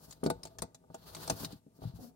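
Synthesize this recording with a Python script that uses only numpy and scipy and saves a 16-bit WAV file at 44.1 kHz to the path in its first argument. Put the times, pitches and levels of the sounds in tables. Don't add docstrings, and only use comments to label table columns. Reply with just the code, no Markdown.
import sys
import numpy as np
from scipy import signal
from scipy.fft import rfft, irfft
from scipy.io import wavfile
from scipy.ndimage import uniform_filter1d

SR = 44100
rng = np.random.default_rng(int(sys.argv[2]) if len(sys.argv) > 2 else 0)


def int16_out(signal):
    q = np.round(np.clip(np.atleast_2d(signal).T, -1, 1) * 32767)
    wavfile.write(sys.argv[1], SR, q.astype(np.int16))


def ratio_of_db(decibels):
    return 10 ** (np.asarray(decibels, float) / 20)


N = 94815

# frequency in Hz, level in dB, t60 in seconds.
TABLE_MODES = [(66.6, -2, 0.071), (106.3, -4, 0.093), (167.5, -3, 0.094), (211.7, -6.5, 0.067),
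               (271.2, -3.5, 0.055), (366.3, -2.5, 0.039), (410.3, -7, 0.051), (475.8, -12.5, 0.12),
               (664, -5.5, 0.066), (740.6, -6, 0.025), (798.5, -12, 0.062), (881, -13.5, 0.089),
               (1198, -10.5, 0.025), (1462, -25, 0.085)]
GROUP_CENTRES_HZ = (109, 227.6, 750)


def colour(x, points):
    n = x.shape[-1]
    hz, db = np.array(points, float).T
    bin_hz = np.maximum(np.arange(n // 2 + 1) * SR / n, 1)
    gain = ratio_of_db(np.interp(np.log(bin_hz), np.log(hz), db))
    return irfft(rfft(x) * gain, n)


def unit(x):
    return x / np.sqrt(np.mean(x ** 2))


def walk(rate_hz):
    hold = int(SR / rate_hz)
    steps = np.repeat(rng.standard_normal(N // hold + 1), hold)
    smooth = uniform_filter1d(uniform_filter1d(steps, hold), hold)
    return unit(smooth[:N])


def air():
    noise = rng.standard_normal((3, N))
    alike_sos = signal.butter(1, 394, fs=SR, output="sos")
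    shared_bass = signal.sosfilt(alike_sos, noise[2])
    own_treble = noise[:2] - signal.sosfilt(alike_sos, noise[:2])
    return shared_bass + own_treble


def add(out, x, start_s):
    i = int(start_s * SR)
    out[:, i:i + x.shape[1]] += x[:, :N - i]


def room_tone():
    # frequency in Hz, relative gain in dB.
    room_points = [(25, -29.5), (60, -5.5), (260, 3.5), (600, -40), (1500, -25.5), (7000, -27),
                   (16000, -31)]
    return ratio_of_db(-72) * unit(colour(air(), room_points))


def strokes():
    # start in seconds, length in seconds, hiss level in dB, extra top in dB.
    stroke_rows = [(0, 0.052, -62.5, 19), (0.088, 0.039, -62, 18), (0.155, 0.4, -73, 13),
                   (0.91, 0.054, -70, 12), (0.988, 0.053, -64, 13), (1.063, 0.12, -53, 14.5),
                   (1.202, 0.12, -49, 15), (1.361, 0.087, -50, 17), (1.483, 0.051, -59, 12),
                   (1.536, 0.047, -71.5, 14.5), (1.749, 0.033, -75.5, 20), (1.819, 0.056, -59, 12.5),
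                   (1.898, 0.012, -65, 8), (1.962, 0.004, -59, 16), (2.005, 0.069, -62, 19)]
    # frequency in Hz, relative gain in dB.
    hiss_points = [(500, -6), (800, -2.5), (1400, -5.5), (2200, -17), (4400, -1), (8400, -27.5),
                   (16000, -27)]
    attack_s, release_s = 0.02, 0.016
    top_from_hz, flicker_db, flicker_rate_hz = 9810, 2, 60.1
    t = np.arange(N) / SR
    hiss = unit(colour(air(), hiss_points))
    top = signal.sosfilt(signal.butter(2, top_from_hz, "high", fs=SR, output="sos"), hiss)
    out = 0
    for start_s, length_s, hiss_db, top_db in stroke_rows:
        env = 1 / (1 + np.exp(np.clip(2 * (start_s - t) / attack_s, -50, 50)))
        env = env * np.exp(-np.maximum(t - start_s - length_s, 0) / release_s)
        out = out + env * ratio_of_db(hiss_db) * (hiss + top * (ratio_of_db(top_db) - 1))
    return out * ratio_of_db(flicker_db * walk(flicker_rate_hz))


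def drag():
    # centre in Hz, width in Hz, level in dB.
    drag_bands = [(241.2, 30.4, 0.5), (493, 140, -11.5), (725, 27, -11.5)]
    start_s, attack_s, hold_s = 1.985, 0.0057, 0.055
    level_db, fade_db_per_s = -50.5, 166
    t = np.arange(N) / SR - start_s
    noise = air()
    fade_db = fade_db_per_s * np.maximum(t - hold_s, 0)
    env = np.clip(t / attack_s, 0, 1) * ratio_of_db(level_db - fade_db)
    rub = 0
    for hz, width_hz, db in drag_bands:
        edges_hz = [hz - width_hz / 2, hz + width_hz / 2]
        sos = signal.butter(2, edges_hz, "band", fs=SR, output="sos")
        rub = rub + ratio_of_db(db) * unit(signal.sosfilt(sos, noise))
    return env * rub


def ring(t, hz, db, t60_s, lean=0):
    rise_cycles, right_late_s, late_below_hz = 0.54, 0.00054, 920
    bass_left_db, bass_below_hz = 5, 270
    lean_db = 3.5
    hz = hz[:, None]
    side = np.array([0, 1])[:, None, None]
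    late_s = side * right_late_s / (1 + (hz / late_below_hz) ** 2)
    t = np.maximum(t - late_s, 0)
    deep = 1 / (1 + (hz / bass_below_hz) ** 4)
    pan_db = (0.5 - side) * (bass_left_db * deep + lean_db * lean * (1 - deep))
    gain = ratio_of_db(db[:, None] + pan_db - 60 * t / t60_s[:, None])
    rise = 1 - np.exp(-t * hz / rise_cycles)
    return (gain * np.sin(2 * np.pi * hz * t) * rise).sum(axis=1)


def slide():
    # time in seconds, rumble level in dB.
    rumble_points = [(0, -57.5), (.21, -62.5), (.35, -50.5), (.42, -56), (.7, -61), (.82, -67.5),
                     (1.05, -60.5), (1.22, -50), (1.5, -52.5), (1.6, -68.5), (1.64, -73), (1.76, -67.5),
                     (1.9, -59), (2.15, -66.5)]
    rumble_group_db = (-0.5, -3, -6)
    bumps_per_s, bump_spread_db = 2000, 2
    rumble_db = np.interp(np.arange(N) / SR, *np.array(rumble_points).T)
    hits = rng.random(N) < bumps_per_s / SR
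    strength = ratio_of_db(bump_spread_db * rng.exponential(size=N))
    bumps = hits * strength * rng.standard_normal(N)
    hz, db, t60_s = np.array(TABLE_MODES).T
    group_db = np.interp(np.log(hz), np.log(GROUP_CENTRES_HZ), rumble_group_db)
    body = ring(np.arange(7000) / SR, hz, db + group_db, t60_s)
    body = body / np.sqrt((body ** 2).sum(axis=1).mean())
    return signal.fftconvolve((unit(bumps) * ratio_of_db(rumble_db))[None], body)[:, :N]


def thumps():
    # start in seconds, level in dB, frequency in Hz.
    thump_rows = [(1.553, -40.5, 125), (1.8522, -20.5, 131), (1.8703, -22, 124), (1.894, -32, 135)]
    t60_s = 0.05
    out, t = np.zeros((2, N)), np.arange(7000) / SR
    for start_s, db, hz in thump_rows:
        add(out, ring(t, np.array([hz]), np.array([db]), np.array([t60_s])), start_s)
    return out


def knocks():
    # start in seconds, body level in dB, deep level in dB, upper level in dB.
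    knock_rows = [(0.082, -42.5, -42, -63), (0.2324, -17.5, -73, -27), (.2440, -22.5, -42, -35),
                  (0.256, -25, -47, -43), (0.2612, -11, -58, -23), (0.274, -20.5, -35, -27),
                  (0.3015, -22, -33.5, -18), (0.435, -68, -42, -59), (.453, -42.5, -58, -35.5),
                  (0.586, -44.5, -36.5, -44.5), (0.622, -28, -33.5, -31), (.638, -42, -53, -41),
                  (0.746, -94, -87, -48), (0.839, -55, -71, -51), (0.901, -42, -52, -44.5),
                  (.944, -43, -88, -32), (1.167, -40, -94, -40), (1.278, -43, -41, -30),
                  (1.2985, -38, -83, -17.5), (1.3048, -19.5, -43, -45), (1.322, -42, -28, -36),
                  (1.405, -25.5, -69, -59), (1.419, -42, -36, -76), (1.433, -23.5, -86, -43.5),
                  (1.447, -60, -66, -44), (1.454, -37, -40, -72), (1.529, -28, -69, -63),
                  (1.665, -36.5, -62, -64.5), (1.789, -38, -62, -57), (1.819, -36.5, -31, -42),
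                  (1.838, -46, -55, -37.5), (1.938, -41, -31.5, -84), (1.990, -36.5, -35.5, -63)]
    detune, spot_db = 0.013, 1.5
    out, t = np.zeros((2, N)), np.arange(7000) / SR
    hz, db, t60_s = np.array(TABLE_MODES).T
    for start_s, body_db, deep_db, upper_db in knock_rows:
        pitch, level, lean = rng.standard_normal((3, len(hz)))
        push_db = np.interp(np.log(hz), np.log(GROUP_CENTRES_HZ), [deep_db, body_db, upper_db])
        mode_db = db + push_db + spot_db * level
        add(out, -ring(t, hz * (1 + detune * pitch), mode_db, t60_s, lean[:, None]), start_s)
    return out


def clicks():
    # start in seconds, level in dB, tick pitch in Hz.
    click_rows = [(0.1092, -41.5, 6850), (0.125, -44, 4400), (0.2373, -37.5, 9740), (0.252, -44, 5430),
                  (0.263, -31.5, 4630), (0.3006, -30.5, 10270), (0.4324, -38, 4960), (.4522, -40, 6530),
                  (0.471, -48, 4540), (0.5854, -36.5, 6580), (0.6202, -27.5, 9080), (0.746, -45.5, 6720),
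                  (0.9442, -42, 7190), (1.1486, -34.5, 4420), (1.1662, -40.5, 3360), (1.2767, -33.5, 8240),
                  (1.2983, -23, 6260), (1.4465, -29, 4200), (1.523, -47.5, 4460)]
    # frequency in Hz, relative gain in dB.
    click_points = [(1200, -2), (1900, -7), (3200, -7.5), (3900, 0), (8800, -5), (11000, -13),
                    (16000, -11.5)]
    tick_cycles = 2.2
    ring_db, ring_t60_s = -14.5, 0.017
    scatter_db, scatter_rise_s, scatter_hold_s, scatter_t60_s = -8.5, 0.00075, 0.0036, 0.043
    tail_db, tail_t60_s, tail_top_hz = -25.5, 0.21, 5300
    tint_width_oct, tint_db = 0.18, 10
    patchy_db = 4
    out, t = np.zeros((2, N)), np.arange(6144) / SR
    near = ratio_of_db(scatter_db - 60 * np.maximum(t - scatter_hold_s, 0) / scatter_t60_s)
    near = near * np.minimum(t / scatter_rise_s, 1)
    far = ratio_of_db(tail_db - 60 * t / tail_t60_s) * np.minimum(t / scatter_hold_s, 1)
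    tail_filter = signal.butter(1, tail_top_hz, fs=SR)
    for start_s, db, hz in click_rows:
        tint = [(hz / 2 ** tint_width_oct, 0), (hz, tint_db), (hz * 2 ** tint_width_oct, 0)]
        patchy = np.c_[np.linspace(1500, 16000, 60), patchy_db * rng.standard_normal(60)]
        noise = colour(rng.standard_normal((2, len(t))), click_points)
        noise = unit(colour(noise, patchy))
        scatter = unit(colour(noise, tint)) * near
        tail = signal.lfilter(*tail_filter, noise) * far
        tick_env = np.sin(np.pi * np.minimum(t * hz / tick_cycles, 1)) ** 2
        ring_env = ratio_of_db(ring_db - 60 * t / ring_t60_s)
        tone = (tick_env + ring_env) * np.sin(2 * np.pi * hz * t)
        add(out, (tone + scatter + tail) * ratio_of_db(db), start_s)
    return out


def scene():
    return room_tone() + strokes() + drag() + slide() + thumps() + knocks() + clicks()


def band_limit(x):
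    return signal.sosfilt(signal.butter(12, 16660, fs=SR, output="sos"), x)


def record(dry):
    bright_hz, bright_width_hz = 9500, 6000
    low_cut_hz, top_hz = 60.3, 15800
    lift = signal.lfilter(*signal.iirpeak(bright_hz, bright_hz / bright_width_hz, SR), dry[0])
    mix = np.array([dry[0] + lift, dry[1]])
    mix = signal.sosfilt(signal.butter(2, low_cut_hz, "high", fs=SR, output="sos"), mix)
    mix = signal.sosfilt(signal.ellip(8, 0.2, 40, top_hz, fs=SR, output="sos"), mix)
    return band_limit(mix)


dry = scene()
out = record(dry)
int16_out(out)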